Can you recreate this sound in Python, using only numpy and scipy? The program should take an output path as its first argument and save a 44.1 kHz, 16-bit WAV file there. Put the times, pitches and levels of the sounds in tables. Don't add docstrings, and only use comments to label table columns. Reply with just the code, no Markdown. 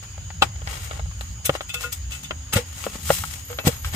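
import sys
import numpy as np
from scipy import signal
from scipy.fft import rfft, irfft
from scipy.io import wavfile
from scipy.ndimage import uniform_filter1d, map_coordinates

SR = 44100
rng = np.random.default_rng(int(sys.argv[2]) if len(sys.argv) > 2 else 0)


def invert_db(x):
    u = np.asarray(x, float) / 20
    return 10 ** u


def int16_out(signal):
    q = np.round(np.clip(np.atleast_2d(signal).T, -1, 1) * 32767)
    wavfile.write(sys.argv[1], SR, q.astype(np.int16))


N = 174195
TIME = np.arange(N) / SR


def evened(x):
    return x / np.sqrt(np.mean(x ** 2) + 1e-20)


def read(points, hz):
    f, value = np.transpose(points)
    return np.interp(np.log(hz + 1), np.log(f + 1), value)


def add(mix, start_s, sound):
    k = max(round(start_s * SR), 0)
    part = mix[..., k:k + sound.shape[-1]]
    part += sound[..., :part.shape[-1]]


def tinted(x, gain):
    length = x.shape[-1]
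    return irfft(rfft(x) * gain(np.fft.rfftfreq(length, 1 / SR)), length)


def hump(t, rise, fall, shape=1):
    before = np.exp(-3 * (t / abs(rise)) ** 2)
    after = np.exp(-2.3 * (np.maximum(t, 0) / abs(fall)) ** shape)
    return np.where(t < 0, before, after)


def struck(modes, rattle_s, chance, seconds, bounce_db=-16.0, spread_db=2):
    bounces_per_s = 900
    t = np.arange(0, seconds, 1 / SR)
    ring = np.zeros(len(t))
    for k, (hz, db, t60) in enumerate(modes):
        ring += (-1) ** k * invert_db(db - 60 * t / max(t60, .003)) * np.sin(2 * np.pi * hz * t)
    when, size, sign = chance[:, :len(t)]
    bounce_level = spread_db * np.minimum(-np.log(size + 1e-9), 2) + bounce_db
    bounces = (when < bounces_per_s / SR) * invert_db(bounce_level) * np.sign(sign - .5)
    blows = bounces * np.exp(-(t / max(rattle_s, .001)) ** 4) + (t == 0)
    out = signal.fftconvolve(blows, ring)[:len(t)]
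    return out / abs(out).max()


# f/Hz, likeness 0-1
LIKENESS = [(250, 0.3), (950, 0.1), (4000, 0.043)]


def field(shape, patch_db, size, likeness=LIKENESS):
    frames, hz = N * 4 // size + 5, np.fft.rfftfreq(size, 1 / SR)
    a, b, c, d, patches = rng.standard_normal((frames, len(hz), 5)).T
    patches = uniform_filter1d(uniform_filter1d(patches, size=10, axis=0), size=8, axis=1)
    same = np.clip(read(likeness, hz), -1, 1)[:, None]
    left = a + 1j * b
    right = same * left + np.sqrt(1 - same ** 2) * (c + 1j * d)
    z = np.array([left, right]) * invert_db(shape(hz)[:, None] + patch_db * evened(patches))
    return evened(signal.istft(z, nperseg=size, noverlap=size * 3 // 4)[1][:, :N])


# f/Hz, level/dB per Hz
RUMBLE_COLOUR = [(20, -38), (35, -62), (55, 2.5), (85, 3), (130, -7.5), (200, -20), (350, -47.5)]
# t/s, level/dB
RUMBLE_SWELL = [(0, -42), (.4, -33.5), (.65, -34), (1.3, -35), (1.6, -40.5), (3.299, -37), (3.95, -38.5)]


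def rumble():
    top_hz = RUMBLE_COLOUR[-1][0]
    noise = field(lambda hz: read(RUMBLE_COLOUR, hz) - 80 * (hz > top_hz), 3.3, 4096, [(60, 0.97)])
    return noise * invert_db(np.interp(TIME, *np.transpose(RUMBLE_SWELL)) + 2.5)


# f/Hz, level/dB per Hz
HISS_COLOUR = [(250, -3.5), (500, -8), (1500, -5), (3000, -6), (5700, -10.5), (8000, -9), (10300, -19.5),
               (15500, -18.5)]


def hiss():
    return invert_db(-48.5) * field(lambda hz: read(HISS_COLOUR, hz) - 60 * (hz < 200), 2.4, 1024)


# f/Hz, width/Hz, level/dB
INSECT_BANDS = [(6200, 500, -69), (6592, 390, -47.5), (6890, 330, -47), (3000, 120, -58.5),
                (4960, 520, -58)]


def insects():
    def power(hz):
        return sum(invert_db(2 * db) / w * np.exp(-4 * ((hz - f) / w) ** 2) for f, w, db in INSECT_BANDS)

    total = np.sqrt(sum(invert_db(2 * db) for f, w, db in INSECT_BANDS))
    return total * field(lambda hz: 10 * np.log10(power(hz) + 1e-30), .8, 512)


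# peak t/s, rise t/s, fall t/s, level/dB, tilt/dB per octave
STROKES = [(0.031, 0.012, 0.05, -41, 2), (0.426, 0.0097, 0.022, -14, 0), (.74, 0.12, 0.089, -36, 2.5),
           (0.839, 0.071, 0.08, -40.5, 5.5), (.95, 0.11, 0.11, -43, 0.8), (1.21, 0.0033, 0.019, -36.5, 3),
           (1.27, 0.21, 0.13, -53, 6), (1.456, 0.014, 0.052, -26, 6.5), (1.557, 0.04, 0.043, -34.5, 1),
           (1.615, .008, 0.041, -44.5, 4.5), (1.698, 0.02, 0.026, -38, 6), (1.747, 0.014, 0.017, -30, 5.5),
           (1.839, 0.078, 0.067, -35, 4.5), (1.928, 0.011, 0.03, -25, 7), (2.121, 0.024, 0.12, -38.5, 5),
           (2.236, 0.0068, 0.03, -35.5, 5.5), (2.312, 0.0081, 0.031, -33, -5),
           (2.537, 0.013, 0.012, -17, 3.5), (2.571, 0.023, 0.031, -17, 2.1), (2.68, 0.06, 0.11, -50.5, 5),
           (2.819, 0.12, 0.16, -38, 5), (2.959, 0.055, 0.042, -40.5, 2.7), (3.15, 0.16, 0.11, -26, 7.5),
           (3.33, 0.19, 0.15, -40.5, 6), (3.52, 0.059, 0.072, -43, 2.5), (3.595, 0.012, 0.04, -34.5, -1.5),
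           (3.678, 0.038, 0.031, -21.5, 4), (3.73, 0.037, 0.1, -41, 4), (3.87, 0.052, 0.071, -37.5, 4),
           (3.95, 0.03, .03, -29.5, 3)]
# f/Hz, level/dB per Hz
RUB_COLOUR = [(300, 17), (1400, 12.5), (3000, 8), (5800, 0.5), (8000, 1.5), (10400, -10), (12300, -6.5),
              (15200, -14.5)]


def scrapes():
    grains_per_s, grain_spread_db, slip_db = 8000, 3, 1.6
    grains = rng.random((3, N)) < grains_per_s / SR
    grains = grains * invert_db(grain_spread_db * rng.exponential(1, (3, N)))
    grains = grains * rng.standard_normal((3, N))
    grains = grains * invert_db(slip_db * evened(uniform_filter1d(rng.standard_normal(N), size=130)))
    shared_and_own = grains[0] + 1.9 * grains[1:]
    rub = evened(tinted(shared_and_own, lambda hz: invert_db(read(RUB_COLOUR, hz) - 10 * (hz < 250))))
    out = np.zeros((2, N))
    for s, rise, fall, db, tilt_db in STROKES:
        a, b = max(round((s - .2) * SR), 0), min(round((s + .3) * SR), N)
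        stroke = evened(tinted(rub[:, a:b], lambda hz: invert_db(tilt_db * np.log2((hz + 100) / 4000))))
        out[:, a:b] += invert_db(db) * stroke * hump(TIME[a:b] - s, rise, fall, 0.42 + 8 * fall)
    return out


# t/s, peak level/dB, body f/Hz, brightness/dB per octave
TOP_KNOCKS = [(0.177, -40.5, 720, -3.5), (0.302, -33.5, 920, -0.5), (0.557, -38.5, 935, 2),
              (0.616, -37, 630, -2), (0.672, -25, 930, 0), (0.909, -27, 686, 0.5), (0.993, -30.5, 770, -4),
              (1.057, -41.5, 770, -0.5), (1.111, -40.5, 1140, -0.5), (1.208, -27.5, 760, 5.5),
              (1.4924, -12.5, 590, -2.5), (1.55, -23, 610, -3), (1.606, -24, 690, -0.5),
              (2.307, -19.5, 592, 0.5), (2.838, -23.5, 1300, 3), (2.8639, -21, 556, -5.5),
              (3.0917, -23, 1550, -2.5), (3.1015, -9, 602, -6), (3.236, -24.5, 1410, -9),
              (3.501, -36, 686, -2), (3.527, -31.5, 1480, -3), (3.586, -19, 710, 2.5),
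              (3.639, -38, 600, -4.5), (3.845, -23.5, 1580, -1), (3.87, -42, 990, 1)]
# multiple of the body pitch, width/Hz, level/dB
TOP_MODES = [(.66, 320, -6.5), (1, 260, -1), (1.55, 320, -4), (2.2, 1130, 2.5), (3.3, 230, -8),
             (5, 2700, -0.5)]


def knocks():
    contact_lag_s, hardness = 0.001715, 0.48
    out = np.zeros(N)
    for s, db, hz, bright_db in TOP_KNOCKS:
        body = [(hz * m, mode_db + bright_db * np.log2(m), 2.14 / w) for m, w, mode_db in TOP_MODES]
        blow = struck(body, 0.0064, rng.random((3, 6000)), .06)
        add(out, s + contact_lag_s, invert_db(db + 8.5) * signal.lfilter([hardness], [1, hardness - 1], blow))
    return out


# f/Hz, level/dB, time to fall 60 dB t/s
LATCH_MODES = [(816, -6, 0.026), (1156, -4.5, 0.027), (1480, -3.5, 0.024), (2650, 1, 0.014),
               (3760, 3, 0.0061), (4800, -16, 0.012), (7800, -12, 0.0066)]


def latch():
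    out, chance = np.zeros(N), rng.random((3, 6000))
    snap = struck(LATCH_MODES, 0.012, chance, .12, bounce_db=6.0, spread_db=-5.0)
    add(out, 0.4202, invert_db(-2.5) * snap)
    return out


# t/s, level/dB, f/Hz, fall t/s
GROUND_THUDS = [(0.423, -22, 161, 0.014), (1.496, -16.5, 139, 0.017), (2.539, -18.5, 141, 0.01),
                (2.564, -9.5, 101, 0.025), (2.869, -31, 200, 0.038), (2.956, -22, 211, 0.0047),
                (3.102, -17, 150, 0.018), (3.653, -19.5, 112, 0.02), (3.672, -3.5, 140, 0.0095),
                (3.684, -11.5, 114.6, 0.015), (3.945, -20.5, 123, 0.018)]
# multiple of its pitch, level/dB
THUD_OVERTONES = [(2.1, -10), (3.6, -21.5), (5.4, -14.5)]


def thuds():
    out, t = np.zeros(N), np.arange(-.04, .12, 1 / SR)
    for s, db, hz, fall in GROUND_THUDS:
        push = np.sin(2 * np.pi * hz * t)
        for (multiple, overtone_db), phase in zip(THUD_OVERTONES, rng.random(4)):
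            push += invert_db(overtone_db) * np.sin(2 * np.pi * (multiple * hz * t + phase))
        add(out, s - .04, invert_db(db) * push * hump(t - 0.11 / hz, 0.43 * fall, fall, 0.72))
    return out


# t/s, level/dB
CLASP_TICKS = [
    (1.2092, -46),
    (1.4545, -12),
    (1.4585, -10),
    (1.4638, -17),
    (1.9265, -20),
    (1.9315, -35),
    (2.537, -13),
    (2.543, -21),
    (3.671, -13),
]
# f/Hz, level/dB, time to fall 60 dB t/s
CLASP_MODES = [(5180, -22, .02), (6250, -1, .018), (7800, 2, .02), (9600, -4, 0.017), (10110, 0, 0.022),
               (12000, -1, 0.018), (13340, -1, 0.024), (14500, -9, .015)]


def clasp_ticks():
    out = np.zeros(N)
    for s, db in CLASP_TICKS:
        add(out, s, invert_db(db) * struck(CLASP_MODES, 0.0011, rng.random((3, 2000)), .04, bounce_db=-2.0))
    return out


# t/s, level/dB, f/Hz that wakes most, chatter t/s
WIRE_TOUCHES = [(1.4545, -21.5, 3000, 0.012), (1.693, -23.5, 3000, 0.0038), (1.700, -22.5, 3640, 0.0044),
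                (1.742, -20, 2740, 0.0047), (1.750, -30.5, 1690, 0.0049), (1.766, -26, 4230, 0.008),
                (1.835, -22.5, 1570, 0.0055), (1.845, -28.5, 3220, 0.0042), (1.926, -26.5, 7100, 0.012),
                (2.117, -27.5, 2640, 0.0048), (2.121, -27.5, 7500, 0.0052), (2.135, -32, 2580, .001),
                (2.148, -27.5, 2580, 0.0011), (2.149, -31, 8000, 0.0044), (2.235, -31.5, 6350, 0.0037),
                (2.242, -29, 3570, 0.011), (2.534, -19, 2220, 0.0049), (2.841, -40, 3220, .002),
                (2.880, -38, 3100, 0.0024), (3.588, -29, 2780, 0.0029)]
# f/Hz, level/dB, time to fall 60 dB t/s
WIRE_MODES = [(1034, -4, .14), (1238, -6, .16), (1432, 1, .13), (1478, -2, .09), (2110, -8, .06),
              (2444, -5, .07), (2630, 4, .15), (2950, -7, .13), (3138, -5, .08), (3400, -1, .07),
              (3565, 1, .1), (4800, -10, .045), (6320, -1, .03), (7700, 0, .035)]


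def tinks():
    focus_db = 12.0
    out, chance = np.zeros(N), rng.random((len(WIRE_TOUCHES), 3, 12000))
    for (s, db, focus_hz, chatter_s), touch in zip(WIRE_TOUCHES, chance):
        wire = []
        for hz, mode_db, t60 in WIRE_MODES:
            away_db = focus_db * np.log2(hz / focus_hz) ** 2
            wire.append((hz, mode_db + rng.standard_normal() - away_db, t60))
        add(out, s, invert_db(db) * struck(wire, chatter_s, touch, .27, bounce_db=-4.0))
    return out


# t/s, level/dB, fall t/s
TOP_RINGS = [
    (1.754, -44.5, 0.099),
    (1.851, -40, 0.061),
    (2.582, -19.5, 0.031),
    (3.512, -33.5, 0.051),
    (3.688, -14, 0.0095),
]


def top_rings():
    out, t = np.zeros(N), np.arange(-.03, .15, 1 / SR)
    tone = np.sin(2 * np.pi * 487 * t)
    for s, db, fall in TOP_RINGS:
        add(out, s + t[0], invert_db(db) * hump(t, .018, fall, 1.34) * tone)
    return out * (1 + 0.25 * evened(uniform_filter1d(rng.standard_normal(N), size=300)))


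def hum():
    return invert_db(-55) * np.sin(2 * np.pi * 261 * TIME) * np.exp(-((TIME - 2.84) / 1.15) ** 4)


def near_insect():
    start_s, strokes_per_s, pitch_hz, width_hz = 3.42, 32, 12600, 3600
    strokes = .7 + np.sin(np.pi * strokes_per_s * TIME) ** 4
    strokes = np.clip((TIME - start_s) / .03, 0, 1) * strokes
    return invert_db(-45.5) * strokes * field(lambda hz: -40 * ((hz - pitch_hz) / width_hz) ** 2, 1.0, 256)


# f/Hz, time to fall 60 dB t/s
TENT_DECAY = [(200, 0.045), (4000, 0.034), (12000, 0.054)]


def tent(x):
    taps = np.zeros((2, 8000))
    at = np.arange(60, 7980, 20) + rng.integers(0, 20, (2, 396))
    np.put_along_axis(taps, at, rng.choice([-1., 1.], at.shape), 1)
    hz, t, z = signal.stft(taps, SR, nperseg=128)
    tail = signal.istft(z * invert_db(-60 * t / read(TENT_DECAY, hz)[:, None]), SR, nperseg=128)[1]
    return signal.fftconvolve(x, tail / np.linalg.norm(tail[0]), axes=1)[:, :N]


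# t/s, lag/samples
LEFT_LAG = [(0, -6.5), (.7, 15), (1.7, 6), (2.2, 9.5), (2.7, 2.5), (3.5, -6)]
# f/Hz, level/dB
LEFT_LEAN = [(60, -0.5), (1000, 4.5), (3500, 5.5), (9500, 4), (15000, 5.5)]


def scene():
    near = latch() + knocks() + tinks() + clasp_ticks() + top_rings() + scrapes()
    lag = np.interp(TIME, *np.transpose(LEFT_LAG))
    near = np.array([map_coordinates(near[0], [np.arange(N) - lag], order=3), near[1]])
    reflections = tinted(tent(near), lambda hz: hz ** 2 / (hz ** 2 + 420.0 ** 2))
    table = near + invert_db(0.5) * reflections + thuds()
    table = tinted(table, lambda hz: invert_db(np.array([[.5], [-.5]]) * read(LEFT_LEAN, hz)))
    return table + rumble() + hiss() + hum() + near_insect() + insects()


def top_cut(x):
    return signal.sosfilt(signal.butter(12, 16480, fs=SR, output="sos"), x)


def record(dry):
    ceiling, edge_hz = .93, 15550
    clipped = np.clip(dry, -ceiling, ceiling)
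    mix = signal.oaconvolve(clipped, signal.firwin(401, edge_hz, fs=SR)[None], "same")
    return top_cut(mix)


dry = scene()
out = record(dry)
int16_out(out)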